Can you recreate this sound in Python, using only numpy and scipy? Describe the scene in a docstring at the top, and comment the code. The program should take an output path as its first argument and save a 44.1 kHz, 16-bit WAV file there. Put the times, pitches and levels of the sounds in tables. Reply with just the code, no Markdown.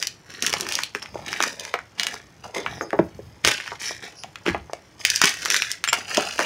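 """In a small room, close to the microphone, dry chalk blocks are snapped and crushed by hand over a plastic
tub. Each fracture is a sudden release and a burst of tearing noise, with a dull piece, a bright edge and shed
grains; loose pieces also clack dully against each other. Between them grit grinds and powder hisses as clumped
random clicks; flat faces squeak as wavering tones. Lumps thud into the tub through its resonances, two hard
shards clink in decaying sine modes, and filtered noise gives the rumble of the tub and the faint hiss of the
room."""
import sys
import numpy as np
from scipy import signal
from scipy.fft import rfft, irfft
from scipy.io import wavfile
from scipy.ndimage import uniform_filter1d

SR = 44100
rng = np.random.default_rng(int(sys.argv[2]) if len(sys.argv) > 2 else 0)


def to_wav(s):
    """Save 16-bit WAV."""
    ch = np.atleast_2d(s).T  # columns
    pcm = np.round(np.clip(ch, -1, 1) * 32767)  # PCM
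    wavfile.write(sys.argv[1], SR, pcm.astype(np.int16))


N = 284445  # length in samples

# Fractures, and pieces of chalk knocking dully against each other (the rows with almost no edge). Each row:
# start in seconds, pitch of the piece in Hz, level of the piece in dB, level of the snapping edge in dB.
CRACKS_AND_CLACKS = [(0.0266, 2270, -23.5, -20), (0.071, 2820, -26, -19.5), (0.424, 2140, -29, -18.5),
                     (0.4645, 2070, -33, -16), (0.4684, 2700, -19, -37), (0.5289, 2000, -24, -24),
                     (0.538, 1780, -22, -19), (0.6091, 2250, -38, -21), (0.667, 1660, -28.5, -34),
                     (0.6888, 2200, -47, -25.5), (0.723, 1990, -31, -24), (0.7537, 1940, -43, -17),
                     (0.789, 1603, -20, -29), (0.835, 2800, -22, -24), (0.9496, 1677, -21, -32),
                     (1.0264, 2330, -35, -37), (1.059, 1900, -33.5, -49), (1.29, 2160, -33, -48),
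                     (1.3297, 1850, -23, -27), (1.404, 1820, -14, -31), (1.415, 1850, -31, -32),
                     (1.4256, 2720, -19, -20), (1.4383, 1270, -18, -21.5), (1.5968, 2130, -47, -28),
                     (1.651, 2160, -32.5, -32), (1.74, 1770, -17, -34), (1.7896, 1490, -28, -44.5),
                     (1.9974, 2660, -15.5, -24.5), (2.033, 2600, -22, -24), (2.0685, 2240, -20.5, -22),
                     (2.142, 1410, -32.5, -33), (2.663, 1630, -18.5, -61), (2.8103, 1275, -20.5, -64),
                     (2.9056, 1810, -31, -44), (2.9302, 1420, -24.5, -49), (2.9899, 1292, -21, -57),
                     (3.4488, 2200, -10.5, -13.5), (3.4647, 2160, -28, -35), (3.4746, 1860, -13.5, -15),
                     (3.482, 1930, -26, -21), (3.6012, 1730, -25.5, -55), (3.661, 1700, -33.5, -57),
                     (3.6773, 2000, -28, -37), (4.236, 1910, -34.5, -34.5), (4.357, 2070, -31, -45),
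                     (4.4638, 2020, -20, -47), (4.4752, 1880, -25, -38), (4.4826, 2000, -23.5, -37),
                     (4.4896, 1870, -21, -32.5), (4.498, 1680, -24, -43), (4.5467, 1620, -25.5, -60),
                     (4.7335, 2000, -32.5, -33.5), (5.051, 2140, -13.5, -9.5), (5.1017, 2400, -39, -13.5),
                     (5.16, 2930, -34, -14.5), (5.2163, 1816, -9.5, -11), (5.239, 2020, -13.5, -19),
                     (5.243, 1940, -16.5, -15), (5.256, 2000, -22, -14.5), (5.272, 2540, -23, -23),
                     (5.293, 2150, -33, -21.5), (5.4515, 2580, -37, -23.5), (5.458, 1760, -20, -22.5),
                     (5.5024, 2180, -20, -15.5), (5.512, 2650, -20, -36), (5.524, 2400, -32, -24),
                     (5.544, 2090, -15.5, -25), (5.5645, 2640, -19, -19.5), (5.6212, 2100, -15.5, -22.5),
                     (5.716, 2760, -36, -19.5), (5.8401, 2360, -16, -22.5), (5.876, 1660, -21, -45),
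                     (5.8875, 2240, -21, -28), (5.9307, 2217, -12.5, -15.5), (6.1467, 2780, -27, -25),
                     (6.1716, 2130, -19, -17), (6.209, 2910, -30, -28), (6.392, 1460, -14.5, -24),
                     (6.4019, 1490, -20, -28), (6.409, 1320, -22, -33), (6.418, 1560, -25, -39)]
# Bright edge of breaking chalk, also the colour of powder. Each row: frequency in Hz, density in dB per Hz.
EDGE_SPECTRUM = [(3000, -2.5), (4000, -7.5), (5000, 2.5), (6200, 0.5), (7000, -5.5), (7900, -11),
                 (9200, -10.5), (12000, -18.5), (15500, -23)]
# a soft piece gives almost nothing above this multiple of its pitch
PIECE_TOP_RATIO = 1.54


def cracks(tear_t60, tear_share, piece_ratio, ring_share, ring_t60, size=2048, count=4):
    """A sudden release, then a few milliseconds of tearing: the piece knocks dully and the edge snaps brightly."""
    out, t = np.zeros(N), np.arange(size) / SR
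    span = SR // 250  # levels are judged over the first 4 ms
    for s, hz, piece_db, snap_db in CRACKS_AND_CLACKS:
        force = tear_share * rng.standard_normal((2, size)) * from_db(-60 * t / tear_t60)
        force[:, 0] += 1  # the release
        piece = band(force[0], hz, piece_ratio)
        piece = rms_one(dull(piece, hz * PIECE_TOP_RATIO), span)
        snap = rms_one(colour(force[1], EDGE_SPECTRUM, size=512), span)
        # every piece has a shape, and so a few short-lived modes, of its own
        modes = hz * 2 ** rng.uniform(-0.23, 0.45, (count, 1))
        ring = np.cos(2 * np.pi * modes * t).sum(axis=0) * from_db(-60 * t / ring_t60)
        body = rms_one(piece + ring_share * ring, span)
        add(out, s, from_db(piece_db) * body + from_db(snap_db) * snap)
    return out


# Lumps and hands hitting the heap. Each row: start in seconds, pitch in Hz, level in dB,
# t60 of the settling noise in seconds.
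HEAP_KNOCKS = [(0.539, 835, -27.5, 0.021), (0.618, 390, -35.5, 0.49), (0.952, 433, -35, 0.059),
               (1.156, 616, -30.5, 0.032), (1.403, 710, -29.5, 0.028), (1.741, 740, -26.5, 0.082),
               (2.568, 412, -32, 0.29), (2.81, 486, -28.5, 0.22), (2.931, 454, -22.5, 0.1),
               (2.933, 840, -26.5, 0.16), (2.991, 524, -15.5, 0.059), (2.99, 190, -23, 0.15),
               (2.993, 332, -15.5, 0.04), (3.191, 445, -35, 0.049), (3.447, 510, -32, 0.035),
               (3.474, 406, -27, 0.045), (3.719, 890, -33, 0.078), (3.909, 700, -35, 0.034),
               (4.243, 715, -38.5, 0.027), (4.4633, 393, -25.5, 0.092), (4.48, 325, -21.5, 0.052),
               (4.495, 235, -30.5, 0.34), (4.496, 73.5, -36, 0.5), (4.546, 730, -26, 0.069),
               (4.697, 860, -40, 0.035), (4.7329, 683, -30, 0.013), (5.238, 368, -26, 0.049),
               (5.928, 930, -26, 0.086), (6.178, 568, -17, 0.095), (6.394, 540, -25, 0.11)]
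# Resonances of the filled tub. Each row: frequency in Hz, width in Hz, gain in dB.
TUB_RESONANCES = [(190, 135, 3.5), (323, 45, 3.5), (390, 26, -6.5)]


def knocks(settle_share, band_ratio, clunk_share, size=8192):
    """A lump lands with a short hollow clunk and settles in the heap; the blow rings in the tub."""
    out, t = np.zeros(N), np.arange(size) / SR
    for s, hz, level_db, t60 in HEAP_KNOCKS:
        force = settle_share * rng.standard_normal(size) * from_db(-60 * t / t60)
        force[0] += 1  # the impact
        blow = dull(band(force, hz, band_ratio), hz * 2)
        blow = blow + clunk_share * resonate(blow, hz, hz / 5)
        tub = sum(from_db(db) * resonate(blow, f, width) for f, width, db in TUB_RESONANCES)
        add(out, s, from_db(level_db) * rms_one(blow + tub, SR // 50))
    return out


# Hard shards touching. Each row: start in seconds, level in dB.
SHARD_CLINKS = [(5.8765, -24), (5.888, -20)]
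# Modes of a struck shard. Each row: frequency in Hz, level in dB, t60 in seconds.
SHARD_MODES = [(2000, 0, 0.013), (3305, 0.5, 0.026), (5340, 1, 0.023), (7330, 1.5, 0.064)]


def clinks():
    """A hard shard rings briefly in its own modes."""
    out, t = np.zeros(N), np.arange(SR // 8) / SR
    ring = sum(from_db(db - 60 * t / t60) * np.sin(2 * np.pi * hz * t) for hz, db, t60 in SHARD_MODES)
    for s, level_db in SHARD_CLINKS:
        add(out, s, from_db(level_db) * ring)
    return out


# Squeezes of the hand. Each row: time of full strength in seconds, hold in seconds, level of grit in dB,
# level of powder in dB, level of coarse crumbs in dB.
HAND_SQUEEZES = [(0.0, 0.05, -43, -39, -52.5), (0.31, 0.53, -44, -50, -50.5), (0.425, 0.072, -34, -32, -37),
                 (0.56, 0.076, -40, -39.5, -40), (0.687, 0.12, -36, -36, -45.5),
                 (0.945, 0.0049, -44.5, -45, -48), (1.019, 0.012, -46, -53, -44.5),
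                 (1.145, 0.094, -50.5, -55.5, -46.5), (1.264, 0.12, -36, -42.5, -43.5),
                 (1.419, 0.056, -35.5, -35, -38), (1.591, 0.098, -44, -49, -48.5),
                 (1.984, 0.17, -40, -44, -43), (2.438, 0.014, -49.5, -50.5, -40.5),
                 (2.544, 0.037, -36, -42, -36), (2.646, 0.13, -47, -57, -43.5),
                 (3.447, 0.062, -24, -29.5, -35), (3.538, 0.2, -42, -48.5, -53.5),
                 (3.806, 0.085, -35, -35, -48), (4.024, 0.037, -43, -46.5, -46.5),
                 (4.456, 0.03, -37, -46, -36), (4.993, 0.0057, -42.5, -41.5, -50),
                 (5.055, 0.12, -32, -31.5, -57), (5.217, 0.06, -24, -28.5, -40.5),
                 (5.3, 0.16, -41, -41.5, -54), (5.42, 0.14, -38, -38.5, -43.5),
                 (5.501, 0.071, -31.5, -29, -47), (5.623, 0.098, -37, -40.5, -74),
                 (5.926, 0.061, -38, -40, -41), (6.103, 0.49, -35.5, -37.5, -42.5),
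                 (6.169, 0.082, -36.5, -43, -36), (6.39, 0.06, -33.5, -40, -37)]
# dusty fingers never quite rest: level of each grain size between squeezes (dB)
RESTLESS_DB = -64.5


def grinding():
    """Strength of grit, powder and coarse crumbs; overlapping squeezes add in power."""
    rows = np.array(HAND_SQUEEZES)
    power = np.array([effort(start, hold) for start, hold in rows[:, :2]]) ** 2
    grain_power = from_db(rows[:, 2:]).T ** 2
    return np.sqrt(grain_power @ power + from_db(RESTLESS_DB) ** 2)


# every squeeze builds up, eases as the chalk gives way, then trickles out; a long squeeze builds more slowly
BUILD_DB_PER_HOLD, EASE_DB_PER_S, TRICKLE_DB_PER_S = 167, 11.5, 218


def effort(start, hold):
    """Gain of one push of the hand over time: build-up to the start, easing hold, release."""
    t = np.arange(N) / SR - start
    build = BUILD_DB_PER_HOLD * np.minimum(t / hold, 0)
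    ease = EASE_DB_PER_S * np.clip(t, 0, hold)
    trickle = TRICKLE_DB_PER_S * np.maximum(t - hold, 0)
    return from_db(np.maximum(build - ease - trickle, -120))


# Colour of the coarse crumbs. Each row: frequency in Hz, density in dB per Hz.
CRUMB_SPECTRUM = [(200, 3), (340, -4), (1000, -2), (1400, -1.5)]
# Colour of the grit. Each row: frequency in Hz, density in dB per Hz.
GRIT_SPECTRUM = [(800, -17), (1200, -12), (1750, 1), (2400, -1.5), (3300, -5.5), (4100, -6.5),
                 (5200, -12.5)]


def crumbling(grit_flow, powder_flow, crumb_flow, shed_db, shed_t60):
    """Three grain sizes follow the squeeze; each fracture or clack crackles as it starts to yield and then
    sheds grains."""
    yield_s = .002  # the crackle swells for this long before the fracture
    t = np.arange(SR // 4) / SR - yield_s
    swell = np.minimum(1 + t / yield_s, 1) ** 2
    spray = from_db(shed_db - 60 * np.maximum(t, 0) / shed_t60) * swell
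    shed_grit, shed_powder = np.zeros((2, N))
    for s, _, piece_db, snap_db in CRACKS_AND_CLACKS:
        add(shed_grit, s - yield_s, from_db(piece_db) * spray)
        add(shed_powder, s - yield_s, from_db(snap_db) * spray)
    ticks = chips(per_s=90)
    crumbs = grains(CRUMB_SPECTRUM, .5 * ticks, per_s=420, spread_db=3.6, clump_db=3.0, dust_db=-3)
    grit = grains(GRIT_SPECTRUM, ticks, per_s=800, spread_db=4.8, clump_db=4.0, dust_db=-8)
    powder = grains(EDGE_SPECTRUM, ticks, per_s=1500, spread_db=4.6, clump_db=4.0, dust_db=-4)
    return (crumbs * np.hypot(crumb_flow, 0.028 * shed_grit)
            + grit * np.hypot(grit_flow, shed_grit)
            + powder * np.hypot(powder_flow, shed_powder))


def grains(spectrum, ticks, per_s, spread_db, clump_db, dust_db, count=24):
    """Clumps of tiny dry breaks, each hinting at a pitch, with lone ticks over finer dust; steady level."""
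    cycles, patchy_db = 3.2, 3.5  # resonance sharpness, wander of each pitch
    sizes = from_db(spread_db * np.minimum(rng.exponential(1, N), 4.5)) * rng.choice([-1, 1], N)
    clumps = from_db(clump_db * drift(170))
    clicks = sizes * clumps * (rng.random(N) < per_s / SR)
    dealt = rng.integers(0, count, N)  # which pitch each click gets
    rings = np.zeros(N)
    for k, hz in enumerate(np.geomspace(spectrum[1][0], spectrum[-2][0], count)):
        share = clicks * (dealt == k) * from_db(patchy_db * drift(30))
        rings += resonate(share, hz, hz / cycles) / np.sqrt(hz)
    dust = from_db(dust_db) * rng.standard_normal(N)
    sound = colour(.5 * rms_one(rings) + rms_one(clicks) + ticks + dust, spectrum)
    # even out the level over about 45 ms
    return sound / np.sqrt(uniform_filter1d(sound ** 2, size=2000) + 1e-12)


def chips(per_s):
    """Lone small chips breaking off at random, each a single sharp tick; rms 1."""
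    return rms_one((rng.random(N) < per_s / SR) * rng.standard_normal(N))


# Flat faces of chalk sliding over each other. Each row: middle in seconds, half-length in seconds,
# pitch at the middle in Hz, level at the middle in dB.
FACE_RUBS = [(0.972, 0.027, 5950, -64), (1.028, 0.0031, 5400, -31.5), (1.07, 0.11, 5300, -59),
             (2.771, 0.098, 5500, -50.5), (2.826, 0.014, 6300, -41.5), (3.875, 0.029, 5600, -34),
             (4.202, 0.036, 5370, -44.5)]


def rubs(width_hz, sag_octaves_per_s, overtone_ratio, overtone_db):
    """Chalk sliding on chalk gives a breathy squeak with one overtone; its pitch sags as the slide goes on."""
    out, t = np.zeros(N), np.arange(-SR // 4, SR // 4) / SR
    for s, half, hz, db in FACE_RUBS:
        phase = 2 * np.pi * np.cumsum(hz * 2 ** (-sag_octaves_per_s * t)) / SR
        noise = rng.standard_normal((2, len(t))) + 1j * rng.standard_normal((2, len(t)))
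        grip = dull(noise, width_hz, order=2)  # slow random wavering makes the tone breathy
        tone = grip[0] * np.exp(1j * phase)
        overtone = from_db(overtone_db) * grip[1] * np.exp(1j * overtone_ratio * phase)
        squeak = rms_one((tone + overtone).real)
        add(out, s + t[0], from_db(db) * squeak * np.exp(-(t / half) ** 2))
    return out


# The hands shove the heap. Each row: time of full strength in seconds, hold in seconds, level in dB.
HEAP_SHOVES = [(0.482, 0.09, -43.5), (1.109, 0.14, -42), (2.668, 0.12, -39.5), (2.965, 0.086, -39.5),
               (3.154, 0.16, -44.5), (3.441, 0.017, -32.5)]
# Colour of the tub's rumble. Each row: frequency in Hz, density in dB per Hz.
RUMBLE_SPECTRUM = [(45, -10), (72, 2.5), (110, 2.5), (190, -2.5)]
# rumble of the tub: at rest (dB), under falling crumbs (dB against their level)
TUB_REST_DB, TUB_CRUMBS_DB = -55, -19.5


def rumble(crumb_flow):
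    """The heap shifts in lurches when it is shoved and when crumbs fall on it."""
    shoved = sum((from_db(db) * effort(start, hold)) ** 2 for start, hold, db in HEAP_SHOVES)
    level = np.sqrt(from_db(TUB_REST_DB) ** 2 + (from_db(TUB_CRUMBS_DB) * crumb_flow) ** 2 + shoved)
    lurches = from_db(2.44 * drift(35))
    return level * rms_one(colour(rng.standard_normal(N) * lurches, RUMBLE_SPECTRUM))


def reflect(x, echo_db, farthest_s, count=9):
    """A handful of early reflections that come and go as the fingers move, so the colour keeps shifting."""
    out = x.copy()
    for lag in np.geomspace(farthest_s / 10, farthest_s, count) * rng.uniform(0.78, 1.12, count):
        add(out, lag, from_db(echo_db) * drift(7) * x)
    return out


# Decay of the room. Each row: frequency in Hz, t60 in seconds.
ROOM_DECAY = [(200, 0.2), (4000, 0.27), (14000, 0.085)]


def room(x, first_s, count=8):
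    """Diffuse reflections arrive after a short gap and die band by band."""
    t = np.arange(SR // 2) / SR
    tail = np.zeros(len(t))
    for hz in np.geomspace(100, 12800, count):  # octave bands
        noise = band(rng.standard_normal(len(t)), hz, np.sqrt(2))
        tail += noise * from_db(-60 * t / at_hz(ROOM_DECAY, hz))
    tail *= np.clip(t / first_s - .5, 0, 1)
    return signal.fftconvolve(x, tail / np.sqrt(np.sum(tail ** 2)))[:N]


# Steady room hiss. Each row: frequency in Hz, density in dB per Hz.
AIR_SPECTRUM = [(300, 7.5), (2200, -5.5), (6000, -19.5), (15000, -29)]
AIR_DB = -56.5


def air():
    """Faint smooth hiss of the room, as steady coloured noise."""
    return from_db(AIR_DB) * rms_one(colour(rng.standard_normal(N), AIR_SPECTRUM))


def from_db(db):
    """Turn dB into an amplitude factor."""
    return 10 ** (np.asarray(db) / 20)


def rms_one(x, span=None):
    """Scale to rms 1, judged over the first span samples."""
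    return x / np.sqrt(np.mean(x[:span] ** 2) + 1e-20)


def at_hz(points, hz):
    """Read a table on a log-frequency axis."""
    f, value = np.transpose(points)
    return np.interp(np.log(np.maximum(hz, 1)), np.log(f), value)


def add(out, s, sound):
    """Mix a sound in at time s."""
    i = int(np.clip(round(s * SR), 0, N - 1))
    out[i:i + len(sound)] += sound[:N - i]


def band(x, hz, ratio):
    """Band-pass from hz / ratio to hz * ratio."""
    ratio = max(ratio, 1.05)
    edges = [hz / ratio, min(hz * ratio, .45 * SR)]
    return signal.sosfilt(signal.butter(2, edges, "band", fs=SR, output="sos"), x + 1e-18)


def dull(x, hz, order=4):
    """Low-pass at hz."""
    return signal.sosfilt(signal.butter(order, min(hz, .45 * SR), fs=SR, output="sos"), x)


def resonate(x, hz, width_hz):
    """Two-pole resonance with gain close to 1 on top."""
    r = np.exp(-np.pi * width_hz / SR)
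    zeros = [(1 - r * r) / 2, 0, (r * r - 1) / 2]
    poles = [1, -2 * r * np.cos(2 * np.pi * hz / SR), r * r]
    return signal.lfilter(zeros, poles, x + 1e-18)


def colour(x, spectrum, size=4096):
    """Causal (minimum-phase) filter with the given spectrum, falling away beyond both ends."""
    hz = np.maximum(np.fft.rfftfreq(size, 1 / SR), 10)
    octaves_outside = np.abs(np.log2(hz / np.clip(hz, spectrum[0][0], spectrum[-1][0])))
    gain_db = at_hz(spectrum, hz) - 20 * np.minimum(octaves_outside, 2)
    # folding the cepstrum forward in time makes the filter minimum-phase
    cepstrum = irfft(np.log(from_db(gain_db)))
    cepstrum[1:size // 2] *= 2
    cepstrum[size // 2 + 1:] = 0
    return signal.fftconvolve(x, irfft(np.exp(rfft(cepstrum))))[:len(x)]


def drift(rate):
    """Random wander of spread 1 at its knots, rate knots a second, joined by straight lines."""
    knots = rng.standard_normal(N // 20)
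    return np.interp(np.arange(N) / SR * rate, np.arange(len(knots)), knots)


def scene():
    """Cracks, knocks and grinding over the tub, in a small room."""
    grit_flow, powder_flow, crumb_flow = grinding()
    hits = cracks(tear_t60=.007, tear_share=0.22, piece_ratio=1.63, ring_share=0.11, ring_t60=0.21)
    hits = hits + knocks(settle_share=.065, band_ratio=1.67, clunk_share=1.4) + clinks()
    friction = crumbling(grit_flow, powder_flow, crumb_flow, shed_db=-11.5, shed_t60=0.026)
    friction = friction + rubs(width_hz=370, sag_octaves_per_s=1.2, overtone_ratio=1.88, overtone_db=-16.5)
    # grit is ground inside the cupped hands, which colour it; hits bounce off the wall of the tub
    in_hands = reflect(friction, echo_db=-8.0, farthest_s=.005)
    in_tub = reflect(hits, echo_db=-17.0, farthest_s=.017)
    chalk = in_hands + in_tub
    return (chalk + from_db(-14.5) * room(chalk, first_s=0.0047) + rumble(crumb_flow) + air())[None]


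CUTOFF_HZ = 15700


def record(dry):
    """The sharpest peaks overload softly; the deep bass and the top are cut."""
    rounded = dry / (1 + dry ** 6) ** (1 / 6)
    thinned = signal.sosfilt(signal.butter(2, 45, "high", fs=SR, output="sos"), rounded)
    return signal.sosfilt(signal.ellip(10, .2, 80, CUTOFF_HZ, fs=SR, output="sos"), thinned)


dry = scene()
out = record(dry)
to_wav(out)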